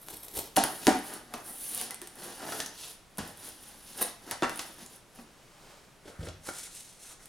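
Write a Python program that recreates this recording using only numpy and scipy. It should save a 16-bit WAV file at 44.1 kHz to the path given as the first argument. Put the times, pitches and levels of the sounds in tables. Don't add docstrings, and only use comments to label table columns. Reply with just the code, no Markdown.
import sys
import numpy as np
from scipy import signal
from scipy.fft import rfft, irfft
from scipy.io import wavfile

SR = 44100
rng = np.random.default_rng(int(sys.argv[2]) if len(sys.argv) > 2 else 0)


def dump(signal):
    limited = np.clip(np.atleast_2d(signal).T, -1, 1)
    pcm = np.round(limited * 32767).astype(np.int16)
    wavfile.write(sys.argv[1], SR, pcm)


N = 321048


def from_db(db):
    return 10 ** (np.asarray(db) / 20)


def rms_one(x):
    return x / np.sqrt(np.mean(x ** 2) + 1e-20)


def at_hz(points, hz, column=1):
    table = np.array(points)
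    return np.interp(np.log(hz + 1e-9), np.log(table[:, 0]), table[:, column])


def add(out, s, sound):
    start = max(round(s * SR), 0)
    out[start:start + len(sound)] += sound[:N - start]


def colour(x, spectrum, size=4096):
    gains = from_db(at_hz(spectrum, np.arange(size // 2 + 1) * SR / size))
    cepstrum = irfft(np.log(gains))
    response = irfft(np.exp(rfft(2 * cepstrum[:size // 2], size)))
    return signal.oaconvolve(x, response / np.linalg.norm(response))[:len(x)]


def drift(per_s):
    knots = rng.standard_normal(N // 10)
    return np.interp(np.arange(N) / SR * per_s, np.arange(len(knots)), knots)


def ring(x, hz, t60):
    radius, angle = from_db(-60 / (t60 * SR)), 2 * np.pi * hz / SR
    return signal.lfilter([0, np.sin(angle)], [1, -2 * radius * np.cos(angle), radius ** 2], x + 1e-18)


def burst(t60, size=4096):
    fading = rng.standard_normal(size) * from_db(-60 * np.arange(size) / SR / t60)
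    spectrum = rfft(fading, 2 * size)
    cluster = irfft(spectrum / (np.abs(spectrum) + 1e-12))[:size]
    return cluster / np.linalg.norm(cluster)


def friction(per_s, spread_db, clump_db, clumps_per_s):
    sizes = from_db(spread_db * np.minimum(rng.exponential(1, N), 4)) * rng.choice([-1, 1], N)
    slips = rng.random(N) < per_s / SR
    return rms_one(sizes * slips * from_db(clump_db * drift(clumps_per_s)))


def swells(rubs, drop_db=9, roundness=1.28):
    t, power = np.arange(0, N, 32) / SR, 0
    for peak_s, rise, fall, *levels_db in rubs:
        away = np.maximum((peak_s - t) / rise, (t - peak_s) / fall)
        power = power + from_db(np.array(levels_db)[:, None] - drop_db * np.abs(away) ** roundness) ** 2
    return [np.interp(np.arange(N) / SR, t, np.sqrt(column)) for column in power]


# f/Hz, level/dB. In all tables, levels are relative within their column.
ROOM_TONE = [(20, 10), (45, -5), (70, -11.5), (130, -6.5), (330, -11), (700, -13.5), (1500, -17.5),
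             (4000, -23.5), (8000, -26), (10500, -26.5), (13000, -33), (16000, -39)]
def room_tone(level_db=-54.5, side_db=-9):
    mid, side = (colour(white, ROOM_TONE) for white in rng.standard_normal((2, N)))
    return from_db(level_db) * (mid + from_db(side_db) * side * [[1], [-1]])


# f/Hz, t60/s, tail level/dB, side share/dB
ROOM_DECAY = [(60, 0.7, -7, -59), (245, 0.33, -5, -16.5), (800, 0.33, 0.5, -7), (2020, 0.54, -3.5, -5),
              (5060, 0.38, -1.5, -8.5), (10100, 0.19, -2, -13.5), (14900, 0.087, -12, -46)]
def living_room(x, onset_s=0.0021, stretches=12, size=20000):
    t, edges_hz = np.arange(size) / SR, np.geomspace(45, 17000, 13)
    build_up = 1 - np.exp(-(t / onset_s) ** 2)
    white = rng.standard_normal((2, 2, stretches, 1, size))
    tails = np.zeros((stretches, 2, size))
    for k, (low, high) in enumerate(zip(edges_hz, edges_hz[1:])):
        t60, wet_db, side_db = (at_hz(ROOM_DECAY, np.sqrt(low * high), column) for column in (1, 2, 3))
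        band_pass = signal.butter(2, [low, high], "band", fs=SR, output="sos")
        band = signal.sosfilt(band_pass, white[k % 2]) * from_db(-60 * t / t60) * build_up
        mid, side = band / np.linalg.norm(band, axis=-1, keepdims=True) * np.sqrt(2 * (high - low) / SR)
        tails += from_db(wet_db) * (mid + from_db(side_db) * side * [[1], [-1]])
    out = np.array([x, x])
    for stretch, tail in zip(np.array_split(np.arange(N), stretches), tails):
        for channel, response in zip(out, tail):
            add(channel, stretch[0] / SR, signal.fftconvolve(x[stretch], response))
    return out


# f/Hz, lead of the left/rad
PAIR_PHASE = [(0, 0), (340, 0.099), (2580, 0.59), (4650, 0), (5170, 0.4), (16400, -0.0)]
def microphone_pair(x):
    lead = at_hz(PAIR_PHASE, np.arange(N // 2 + 1) * SR / N)
    return irfft(rfft(x) * np.exp(0.5j * lead * [[1], [-1]]), N)


# f/Hz, level/dB
CLOTH = [(100, -9), (400, 1.5), (900, -1.5), (2000, -5.5), (5000, -8), (9000, -13), (16000, -22)]
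# peak t/s, rise/s, fall/s, level/dB
ARM_SWINGS = [(5.42, 0.29, .2, -61), (5.69, 0.16, 0.15, -53.5)]
def sleeve():
    swing, = swells(ARM_SWINGS)
    fibres = friction(per_s=15000, spread_db=2.5, clump_db=-1, clumps_per_s=52)
    return from_db(-2.5) * swing * colour(fibres, CLOTH)


# f/Hz, level/dB
SCUFF = [(150, -8), (420, -3), (750, -3.5), (1100, -6), (1400, 0), (1800, -4.5), (2100, -6), (2700, -21),
         (5000, -29)]
RUSTLE = [(1180, -35), (2000, -4), (3280, -3.5), (3870, -1), (4900, -3), (5830, 1.5), (7770, 0.5),
          (9740, 4), (16000, -18)]
# peak t/s, rise/s, fall/s, scuff level/dB, rustle level/dB
PULLS = [(6.082, 0.034, 0.054, -51, -60), (6.265, 0.069, 0.023, -44, -55.5), (6.465, 0.021, .03, -59, -45),
         (6.49, 0.021, 0.016, -36.5, -44), (6.58, 0.056, .06, -48.5, -45),
         (6.655, 0.043, 0.022, -54.5, -44.5), (6.765, 0.065, 0.14, -68, -48.5),
         (7.035, 0.037, 0.05, -59, -49.5), (7.11, 0.054, 0.027, -55, -49), (7.215, 0.021, 0.069, -57, -57)]
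def soft_object():
    scuff, rustle = swells(PULLS)
    catches = friction(per_s=1500, spread_db=2, clump_db=4.5, clumps_per_s=100)
    fibres = friction(per_s=24000, spread_db=5, clump_db=2.5, clumps_per_s=140)
    return from_db(-4.5) * scuff * colour(catches, SCUFF) + from_db(0.5) * rustle * colour(fibres, RUSTLE)


# f/Hz, level/dB, t60/s
TABLE_MODES = [(47.5, -12, 0.12), (75, 4.5, 0.1), (113, 3.5, 0.035), (145, -5.5, 0.069), (161, -3, 0.14)]
# f/Hz, level/dB
CLATTER = [(80, -18.5), (200, 0), (430, 8.5), (700, 0), (1000, -31), (1600, -15), (3500, -10), (8000, -22),
           (16000, -48)]
# t/s, thud level/dB, clatter level/dB
BUMPS = [(0.874, -67, -28), (3.193, -43, -54), (3.213, -42.5, -67), (6.055, -60, -48), (6.078, -60, -44.5),
         (6.191, -32.5, -59), (6.211, -36, -49), (6.228, -40, -43), (6.270, -39, -41), (6.291, -38.5, -60)]
def table_bumps():
    thuds, contacts = np.zeros((2, N))
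    for s, thud_db, clatter_db in BUMPS:
        add(thuds, s, from_db([thud_db]))
        add(contacts, s, from_db(clatter_db) * burst(t60=0.16))
    top = sum((-1) ** k * from_db(db) * ring(thuds, hz, t60)
              for k, (hz, db, t60) in enumerate(TABLE_MODES))
    return top + from_db(27) * colour(contacts, CLATTER)


# f/Hz, level/dB
RASP = [(1200, -5), (2300, -4.5), (2900, 2), (4200, 0.5), (6000, 0), (7500, -3.5), (10000, -8.5),
        (16000, -51)]
HISS = [(5000, -27.5), (7900, -14.5), (9300, -3), (10300, 0.5), (11300, -4.5), (12500, -8), (14500, -11),
        (16000, -19)]
# t/s, level/dB, film f/Hz
TAPE_TICKS = [(0.1073, -39, 9650), (0.99, -39, 10500), (1.8135, -25, 10100), (1.9442, -33.5, 8800),
              (2.0166, -32, 9500), (2.073, -36, 9100), (2.661, -34, 6200), (3.1736, -38.5, 9400),
              (4.5588, -35.5, 10100), (4.575, -35.5, 10500), (4.862, -44, 7160), (6.75, -43, 8250),
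              (7.257, -40.5, 9400)]
def tape_ticks(film_t60_s=0.0026):
    film, clicks = np.zeros((2, N))
    for s, db, hz in TAPE_TICKS:
        click = from_db(db) * burst(t60=0.008)
        add(clicks, s, click)
        add(film, s, ring(click, hz, film_t60_s))
    crackle = from_db(-4.5) * colour(clicks, RASP)
    return from_db(12.5) * film + from_db(18.5) * colour(clicks, HISS) + crackle


# t/s, f/Hz, level/dB
CREAKS = [(1.908, 2004, -43), (2.016, 1820, -48), (2.522, 1450, -38.5), (2.601, 1770, -40.5)]
def crease_creaks(slips_t60_s=0.09, card_t60_s=0.032):
    out = np.zeros(N)
    for s, hz, db in CREAKS:
        add(out, s, from_db(db) * ring(burst(slips_t60_s), hz, card_t60_s))
    return from_db(7) * out


# f/Hz, level/dB
CREASE_POP = [(150, -4), (400, -4), (800, 2.5), (1400, 0), (1900, 0.5), (2500, -7.5), (5000, -70)]
# t/s, pop level/dB, crack level/dB, tick level/dB, crumpling time/s
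SNAPS = [(0.0852, -45, -45.5, -41, 0.0029), (0.5605, -44, -43, -34, 0.0077), (0.5651, -37, -23, -31, 0.014),
         (0.5688, -34, -43, -19, 0.02), (0.58, -49, -24, -30, 0.24), (0.638, -27, -30, -20.5, 0.017),
         (0.869, -24, -20.5, -25, 0.0039), (0.877, -21.5, -42, -28, 0.11), (1.338, -41, -38, -38, 0.033),
         (1.9078, -50, -39, -33.5, 0.029), (2.5216, -36, -36, -50, 0.027), (2.602, -53, -29, -40, 0.016),
         (3.183, -36, -34.5, -31.5, 0.16), (4.3109, -31, -31.5, -29, 0.063), (4.4226, -28, -38, -59, 0.02),
         (4.432, -28, -32, -60, 0.07), (4.443, -26, -46, -62, 0.023), (4.4949, -34.5, -38.5, -39.5, 0.0081),
         (4.5929, -36.5, -31, -41, 0.034), (6.2864, -52, -43, -54, 0.022)]
def crease_snaps():
    pops, cracks, tape = np.zeros((3, N))
    for s, pop_db, crack_db, tick_db, crumple_s in SNAPS:
        add(pops, s, from_db(pop_db) * burst(t60=2 * crumple_s))
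        add(cracks, s, from_db(crack_db) * burst(t60=crumple_s))
        add(tape, s, from_db(tick_db) * burst(t60=0.005))
    card = colour(pops, CREASE_POP) + colour(cracks, RASP)
    return from_db(22) * card + from_db(20.5) * colour(tape, HISS)


# f/Hz, level/dB, t60/s
BOX_MODES = [(195, -12, 0.12), (265, 5, 0.067), (324, -1, 0.07), (412, -24, 0.049), (537, -5, 0.028),
             (596, -7, 0.034), (755.6, -3, 0.052), (790.4, -7, 0.048), (916, -12.5, 0.056),
             (1130, -4.5, 0.072), (1314, -7.5, 0.058), (1430, -33, 0.033), (1397, 1, 0.029),
             (1880, -12, 0.017), (2040, -14, 0.029), (2010, -34.5, 0.044), (2810, -1.5, 0.041)]
# f/Hz, level/dB
CARDBOARD = [(60, -22), (170, 1.5), (280, 5.5), (430, 2), (560, -1), (780, 3.5), (1100, -4.5), (1500, -1.5),
             (1850, -2), (2300, -13), (3500, -32.5)]
def box_body(rubbing, modes_db=-42):
    modes = sum((-1) ** k * from_db(db) * ring(rubbing, hz, t60) / np.sqrt(hz)
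                for k, (hz, db, t60) in enumerate(BOX_MODES))
    return rms_one(rms_one(colour(rubbing, CARDBOARD)) + from_db(modes_db) * rms_one(modes))


# peak t/s, rise/s, fall/s, body level/dB, rasp level/dB, hiss level/dB
PUSHES = [(0.68, .045, 0.14, -47, -51.5, -42.5), (0.85, .06, 0.19, -48.5, -46.5, -44),
          (1.07, 0.026, 0.058, -49, -52, -42.5), (1.135, 0.05, 0.053, -42.5, -51.5, -48),
          (1.385, 0.082, 0.035, -48, -56, -54.5), (1.475, 0.037, 0.092, -49.5, -55.5, -43.5),
          (1.635, 0.084, 0.12, -57.5, -51.5, -37.5), (1.73, 0.07, .06, -58, -50, -40.5),
          (1.812, 0.078, 0.052, -48, -42, -38), (1.925, 0.09, 0.022, -47.5, -61, -66),
          (2.03, .05, 0.16, -59, -59, -61), (2.24, 0.065, 0.13, -46.5, -49.5, -46),
          (2.475, 0.13, 0.14, -43.5, -49.5, -56), (2.58, 0.14, 0.074, -42.5, -46, -41.5),
          (2.835, 0.073, .07, -65, -45.5, -46.5), (2.91, 0.032, 0.023, -59, -55, -45.5),
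          (3.28, 0.085, 0.061, -50, -55, -53), (3.465, 0.088, 0.075, -52.5, -51, -47.5),
          (3.67, 0.12, 0.14, -57.5, -56, -52), (3.9, 0.088, 0.16, -61, -54.5, -49.5),
          (4.0, 0.031, 0.068, -41.5, -42.5, -38), (4.30, 0.062, 0.027, -46.5, -51.5, -53),
          (4.62, 0.18, 0.11, -50.5, -51.5, -49), (4.82, .05, 0.042, -52, -53.5, -52),
          (4.94, 0.061, 0.037, -59.5, -57.5, -54.5), (5.19, 0.056, 0.042, -56.5, -59.5, -59)]
def flap_slides(ticks_per_s=2.1, tick_over_hiss_db=32):
    body, rasp, hiss = swells(PUSHES)
    coarse = friction(per_s=800, spread_db=-0.5, clump_db=3, clumps_per_s=70)
    fine = friction(per_s=9000, spread_db=3.5, clump_db=2.2, clumps_per_s=280)
    finest = friction(per_s=9900, spread_db=2, clump_db=2.5, clumps_per_s=140)
    stray_ticks = from_db(tick_over_hiss_db) * (rng.random(N) < ticks_per_s / SR)
    return (from_db(-1.5) * body * box_body(coarse)
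            + from_db(-0.5) * rasp * colour(fine, RASP)
            + from_db(-1.5) * hiss * colour(finest + stray_ticks, HISS))


# t/s, pitch ratio, boom level/dB, panel level/dB, slap level/dB
BLOWS = [(0.571, 1.0, -37, -9, -31), (0.581, .99, -26, -21, -38), (0.649, 1.1, -38, -27, -34.5),
         (0.869, 1.42, -23, -34, -28.5), (0.8785, 0.99, -11.5, -8.5, -40), (0.903, 0.99, -40, -22, -37),
         (1.339, 0.92, -41.5, -33.5, -37.5), (2.018, 1.3, -44, -47, -52), (3.183, 0.75, -32, -32.5, -38.5),
         (3.196, 0.98, -38.5, -42, -43.5), (4.014, 0.92, -56, -22, -36), (4.423, 1.25, -30, -19, -28.5),
         (4.431, .97, -32, -32, -25), (4.601, 0.9, -50, -60, -45), (4.823, 0.81, -44.5, -67, -56),
         (5.188, 0.89, -42, -49, -50.5)]
def flap_blows(size=8192):
    rings, slaps = np.zeros((2, N))
    t = np.arange(size) / SR
    for s, ratio, boom_db, panel_db, slap_db in BLOWS:
        for k, (hz, db, t60) in enumerate(BOX_MODES):
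            strength_db = boom_db if hz < 450 else panel_db if hz < 1000 else slap_db
            envelope = from_db(strength_db + db - 60 * t / t60)
            add(rings, s, (-1) ** k * envelope * np.sin(2 * np.pi * hz * ratio * t))
        add(slaps, s, from_db((panel_db + slap_db) / 2) * burst(t60=0.072))
    return from_db(-1.5) * rings + from_db(21.5) * colour(slaps, CARDBOARD)


# f/Hz, level/dB
RIP_SPECTRUM = [(300, -15.5), (700, -13), (1100, 7), (1800, -4), (4000, -2), (7500, -7.5), (9500, 9),
                (10800, 8), (12000, 5.5), (14000, 6), (16000, -17)]
# t/s, length/s, slip rate/Hz, level/dB
RIPS = [(0.025, 0.0099, 1400, -53), (0.138, 0.0085, 2300, -46), (0.167, 0.0054, 3800, -44.5),
        (0.351, 0.027, 1900, -42), (4.0106, 0.009, 1400, -33), (4.017, 0.013, 1920, -28)]
def tape_rips(jitter=0.12, spread_db=2):
    slips = np.zeros(N)
    for s, length, per_s, db in RIPS:
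        gaps, sizes = rng.standard_normal((2, 128))
        times = np.cumsum(np.exp(jitter * gaps)) / per_s
        live = times < length
        strength = from_db(db + spread_db * sizes[live]) * np.sqrt(SR / per_s)
        np.add.at(slips, ((s + times[live]) * SR).astype(int), strength)
    return from_db(2) * colour(slips, RIP_SPECTRUM)


# f/Hz, level/dB
TAPE_CUT = [(1500, -2.5), (2600, -10.5), (3800, -1), (4600, -8.5), (7500, -6.5), (9500, 0), (11000, 7.5),
            (11900, 10.5), (12700, -3), (14000, 3.5), (16000, -8)]
TAUT_LID = [(70, 0), (200, -6.5), (420, 4.5), (600, -5.5), (900, -5.5), (1200, -12), (1800, -24),
            (3000, -14)]
# f/Hz, level/dB, t60/s
BLADE_MODES = [(3700, -18, 0.013), (6270, -8, 0.022), (9000, -1, .012), (10300, -4, .02), (12800, 1, 0.015),
               (13900, -2, .015)]
# peak t/s, level/dB
SAW_STROKES = [(0.02, -52.5), (0.095, -49), (0.16, -58), (0.239, -44), (0.328, -44.5), (0.405, -40.5)]
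TUGS = [(0.11, -43.5), (0.29, -48.5), (0.368, -37.5), (0.475, -45)]
# peak t/s, rise/s, fall/s, level/dB
SAW_DRAG = (0.56, 0.44, 0.22, -46.5)
def knife(stroke_rise_fall_s=(0.029, 0.035), tug_rise_fall_s=(0.032, 0.058), blade_out_s=0.46):
    sawing, = swells([(s, *stroke_rise_fall_s, db) for s, db in SAW_STROKES] + [SAW_DRAG])
    since_out_s = np.maximum(np.arange(N) / SR - blade_out_s, 0)
    sawing *= from_db(-300 * since_out_s)
    tugging, = swells([(s, *tug_rise_fall_s, db) for s, db in TUGS])
    tears = friction(per_s=9000, spread_db=4.5, clump_db=5.5, clumps_per_s=120)
    steel = rms_one(sum(from_db(db) * ring(tears, hz, t60) for hz, db, t60 in BLADE_MODES))
    cut = colour(tears, TAPE_CUT) + from_db(-11) * steel
    return from_db(-1.5) * sawing * cut + from_db(-5.5) * tugging * colour(tears, TAUT_LID)


def scene(pan_db=0.02):
    box = (knife() + tape_rips() + flap_slides() + crease_snaps()
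           + tape_ticks() + crease_creaks() + flap_blows())
    at_table = box + table_bumps() + sleeve() + soft_object()
    return microphone_pair(living_room(at_table)) * from_db([[-pan_db], [pan_db]]) + room_tone()


def record(dry, low_cut_hz=35, high_cut_hz=16000):
    low_cut = signal.butter(2, low_cut_hz, "high", fs=SR, output="sos")
    high_cut = signal.ellip(12, 0.1, 80, high_cut_hz, fs=SR, output="sos")
    return signal.sosfilt(high_cut, signal.sosfilt(low_cut, dry))


dry = scene()
out = record(dry)
dump(out)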